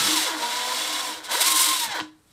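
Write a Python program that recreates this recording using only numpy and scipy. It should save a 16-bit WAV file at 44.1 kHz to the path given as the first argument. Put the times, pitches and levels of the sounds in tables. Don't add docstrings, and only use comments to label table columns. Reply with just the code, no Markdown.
import sys
import numpy as np
from scipy import signal
from scipy.fft import rfft, irfft
from scipy.io import wavfile
from scipy.ndimage import uniform_filter1d

SR = 44100
rng = np.random.default_rng(int(sys.argv[2]) if len(sys.argv) > 2 else 0)


def bounce(signal):
    frames = np.transpose(np.atleast_2d(signal))
    limited = np.clip(frames, -1, 1)
    pcm = np.round(limited * 32767).astype(np.int16)
    wavfile.write(sys.argv[1], SR, pcm)


N = 102444


def undb(db):
    return 10 ** (np.asarray(db) / 20)


def unit(x):
    return x / np.sqrt(np.mean(x ** 2))


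def curve(table, axis):
    rows = np.array(table, float)
    return np.interp(np.arange(N) / SR, rows[:, 0], rows[:, axis])


def walk(rate):
    hold = max(int(SR / rate), 1)
    steps = np.repeat(rng.standard_normal(N // hold + 2), hold)
    drift = unit(uniform_filter1d(steps, hold))
    return drift[rng.integers(hold):][:N]


def colour(x, points):
    size = 4096
    hz, db = np.array(points, float).T
    bins_hz = np.arange(size // 2 + 1) * SR / size
    gain = unit(undb(np.interp(np.log(bins_hz + 1), np.log(hz), db)))
    cepstrum = irfft(np.log(gain))
    cepstrum[1:size // 2] *= 2
    cepstrum[size // 2 + 1:] = 0
    impulse = irfft(np.exp(rfft(cepstrum)))
    return signal.fftconvolve(x, impulse)[:N]


def ring(x, hz, width):
    return signal.lfilter(*signal.iirpeak(hz, hz / width, fs=SR), x)


def grains(spread_db):
    sizes = undb(spread_db * rng.standard_normal(N))
    return unit(rng.standard_normal(N) * sizes)


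# (time [s], gear mesh rate [Hz], relative whine level [dB], relative rattle level [dB])
TRIGGER = [(0, 1354, 1.5, 5), (.09, 1268, -5, 4.5), (.18, 956, -3, -13), (.255, 587.6, -1.5, 4),
           (.315, 333, -0.5, 7), (.365, 298.6, -4.5, 2.5), (.39, 236.8, -7, 6), (.43, 234, 4, 4.5),
           (.5, 244, -4, 3.5), (.72, 250.8, -0.5, 1.5), (.82, 261.8, -5.5, 1), (.93, 267.9, -3, 0),
           (1.04, 264.4, -5, 0), (1.1, 249, -4, 1), (1.125, 231.9, -8, -2), (1.22, 129.9, -15, -7),
           (1.285, 189.6, -11, -1), (1.315, 246.4, -2.5, 8), (1.345, 322.5, 5.5, 7.5),
           (1.365, 490, -2, 5.5), (1.405, 629.7, -1, 6), (1.43, 962, -3, 5), (1.47, 1081, 4, -13),
           (1.58, 1046, 2, -12), (1.73, 1060, 3.5, -5), (1.775, 995, -11, -15), (1.86, 908, -1.5, -3),
           (1.94, 790, -1, 1.5), (1.952, 635.7, 1.5, 9.5), (2.0, 395, -1, 3.5), (2.025, 147.1, -28, -13),
           (2.06, 39.3, -50, -45.5)]
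# (multiple of the mesh rate, relative level [dB])
GEAR_TONES = [(.3, -14), (.9, -14.5), (1, 0), (2, -8), (2.5, -6.5), (2.8, -9), (3, -8.5), (3.7, -15),
              (4, -5), (5, -15.5), (7, -22.5), (13, -22)]
WHINE_DB, RATTLE_DB = -30, -26
WHINE_JITTER, WHINE_FLUTTER_DB = .004, 3
RATTLE_SPREAD_DB = 3.5


def gears(mesh):
    whine = 0
    for multiple, db in GEAR_TONES:
        slip = np.cumsum(curve(TRIGGER, axis=1) * WHINE_JITTER * walk(120)) / SR
        level = undb(db + WHINE_FLUTTER_DB * walk(54.39))
        whine = whine + level * np.sin(2 * np.pi * multiple * (mesh + slip))
    fade_per_mesh = np.exp(-(mesh % 1) / 0.42)
    rattle = unit(grains(RATTLE_SPREAD_DB) * fade_per_mesh)
    whine = undb(WHINE_DB + curve(TRIGGER, axis=2)) * whine
    rattle = undb(RATTLE_DB + curve(TRIGGER, axis=3)) * rattle
    return body(whine + rattle)


# (frequency [Hz], width [Hz], gain [dB])
HOUSING = [(514, 30, -8.5), (646, 100, -9.5), (765, 46, -8), (987, 101, 5), (1135, 56, -7.5),
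           (1327, 140, -7.5), (1493, 164, -1), (1704, 190, -8.5), (1920, 120, -10.5), (3142, 47, 2.5),
           (3372, 60, -1.5), (4000, 130, -4.5), (4490, 160, -29), (5760, 270, -25)]
BODY_FLOOR_DB = -30
BODY_LOW_HZ = 261


def body(x):
    x = signal.sosfilt(signal.butter(2, BODY_LOW_HZ, "high", fs=SR, output="sos"), x)
    modes = sum(undb(db) * ring(x, hz, width) for hz, width, db in HOUSING)
    return undb(BODY_FLOOR_DB) * x + modes


# (time [s], relative rasp level [dB], relative hiss level [dB])
RUBBING = [(0, -22.5, -29.5), (.18, -23.5, -28), (.28, -27, -36.5), (.355, -39.5, -48), (.41, -31, -40.5),
           (.8, -28.5, -36.5), (1.0, -29, -38), (1.1, -33.5, -39.5), (1.18, -41, -51), (1.225, -54, -62),
           (1.245, -37.5, -42.5), (1.285, -41, -54.5), (1.32, -26.5, -29), (1.39, -29.5, -33),
           (1.45, -25.5, -29), (1.54, -27, -27), (1.63, -25, -23), (1.7, -24.5, -26), (1.76, -27.5, -31),
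           (1.85, -28, -30.5), (1.885, -37.5, -47), (1.98, -40.5, -81), (2.03, -44.5, -64), (2.1, -68, -75),
           (2.24, -81, -69), (2.32, -59.5, -64)]
# (frequency [Hz], relative density [dB per Hz])
RASP_SPECTRUM = [(60, -33.5), (150, -19.5), (300, -13), (600, -6), (1200, -0.5), (2500, -0.5), (3500, 2.5),
                 (5500, 0), (6600, -3), (8300, -2.5), (10500, -25), (15500, -38)]
# (frequency [Hz], relative density [dB per Hz])
HISS_SPECTRUM = [(1000, -36), (4000, -3.5), (6500, -4.5), (8700, 2.5), (10300, -3), (13000, -5),
                 (15500, -12)]
# (frequency [Hz], width [Hz], relative gain [dB])
PIPE_WALL = [(1444, 98, -17), (2170, 86, -0.5), (2850, 50, -3), (3000, 31, -14.5), (3468, 45, 4.5),
             (3510, 15.43, -19), (3810, 21, -5), (3878, 110, 2.5), (4455, 50, -1.5), (4850, 6.5, -11.5),
             (5430, 46, -0.5), (6230, 15, -6), (7500, 22, 4.5), (8310, 67, -16)]
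# (time [s], extra level [dB])
RUB_SURGES = [(1.418, 10.5), (1.474, 10), (1.515, 6.5), (1.568, 5), (1.611, 4.5), (1.923, 9.5)]
SURGE_S, SURGE_RASP_SHARE = .012, 0.56
GRIT_SPREAD_DB, GRIT_FLICKER_DB = 2.5, 0.81
MESH_PER_TURN, WOBBLE_DB = 52, .5
RASP_DB, RASP_WALL_DB, HISS_DB = -2, -1, 1


def sandpaper(mesh):
    t = np.arange(N) / SR
    wobble_db = WOBBLE_DB * np.cos(2 * np.pi * mesh / MESH_PER_TURN)
    press_db = wobble_db + GRIT_FLICKER_DB * walk(160)
    surge_db = sum(db * np.exp(-((t - at) / SURGE_S) ** 4 / 2) for at, db in RUB_SURGES)
    rasp_level = undb(curve(RUBBING, axis=1) + press_db + SURGE_RASP_SHARE * surge_db)
    hiss_level = undb(curve(RUBBING, axis=2) + press_db + surge_db)
    rasp = colour(grains(GRIT_SPREAD_DB) * rasp_level, RASP_SPECTRUM)
    hiss = colour(grains(GRIT_SPREAD_DB) * hiss_level, HISS_SPECTRUM)
    wall = sum(undb(db) * ring(rasp, hz, width) for hz, width, db in PIPE_WALL)
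    return undb(RASP_DB) * rasp + undb(RASP_WALL_DB) * wall + undb(HISS_DB) * hiss


# (time [s], gain [dB])
AIR_DRIVE = [(0, 21), (.11, 30), (.18, 28.5), (.28, 15), (.4, 21), (.6, 13), (.88, 16.5), (1.15, 24),
             (1.33, 3), (1.45, 14), (1.55, 27.5), (1.62, 11.5), (1.69, 20), (1.88, 13.5), (1.97, 24.5)]
AIR_HZ, AIR_WIDTH_HZ = 309.4, 7.9


def pipe_air(x):
    return ring(x * undb(curve(AIR_DRIVE, axis=1)), AIR_HZ, AIR_WIDTH_HZ)


# (time [s], relative level [dB])
LOCK_BLOWS = [(2.0012, -14), (2.009, -20)]
# (frequency [Hz], relative density [dB per Hz])
CLACK_SPECTRUM = [(100, -24.5), (300, 0.5), (1000, 3), (1600, -0.5), (4500, -4), (9000, -26), (15000, -39)]
CLACK_DECAY_S, CRACK_DB = 0.0018, -5
JOLT_DB, JOLT_T60_S = -36.5, 0.41


def spindle_lock():
    t = np.arange(N) / SR
    blows = sum(undb(db) * (t >= at) * np.exp(-np.abs(t - at) / CLACK_DECAY_S) for at, db in LOCK_BLOWS)
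    crack = colour(blows * rng.standard_normal(N), CLACK_SPECTRUM)
    since = np.maximum(t - LOCK_BLOWS[0][0], 0)
    decay = np.exp(-np.log(1000) * since / JOLT_T60_S)
    hum = undb(JOLT_DB) * np.sin(2 * np.pi * AIR_HZ * since) * decay
    return undb(CRACK_DB) * crack + body(crack) + hum


# (time [s], length [s], level [dB])
LOW_THUMPS = [(0.03, .045, -42.5), (0.18, 0.022, -55), (1.89, 0.017, -47), (2.024, .012, -49)]
# (frequency [Hz], relative density [dB per Hz])
THUMP_SPECTRUM = [(40, -34), (100, 8.5), (200, 11), (400, -18), (1500, -39)]


def thumps():
    t = np.arange(N) / SR
    swell = sum(undb(db) * np.exp(-((t - at) / length) ** 2 / 2) for at, length, db in LOW_THUMPS)
    return swell * colour(rng.standard_normal(N), THUMP_SPECTRUM)


ROOM_T60_S, ROOM_DB, ROOM_TOP_HZ = 0.28, -10, 5000


def workshop(x):
    t = np.arange(SR // 2) / SR
    decay = np.exp(-np.log(1000) * t / ROOM_T60_S)
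    tail = rng.standard_normal(len(t)) * decay * (t > .004)
    tail = tail / np.sqrt(np.sum(tail ** 2))
    tail = signal.lfilter(*signal.butter(1, ROOM_TOP_HZ, fs=SR), tail)
    return x + undb(ROOM_DB) * signal.fftconvolve(x, tail)[:N]


# (frequency [Hz], relative density [dB per Hz])
FLOOR_SPECTRUM = [(25, -2), (60, 0), (110, 3), (200, -1), (500, -8.5), (1500, -10), (6000, -26),
                  (15000, -45)]
FLOOR_DB = -63


def room_floor():
    return undb(FLOOR_DB) * colour(rng.standard_normal(N), FLOOR_SPECTRUM)


def scene():
    mesh = np.cumsum(curve(TRIGGER, axis=1)) / SR
    work = gears(mesh) + sandpaper(mesh) + thumps()
    near = work + pipe_air(work) + spindle_lock()
    mono = workshop(near) + room_floor()
    return np.array([mono, mono])


TOP_HZ = 15400


def record(dry):
    return signal.sosfilt(signal.ellip(8, .2, 70, TOP_HZ, fs=SR, output="sos"), dry)


dry = scene()
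out = record(dry)
bounce(out)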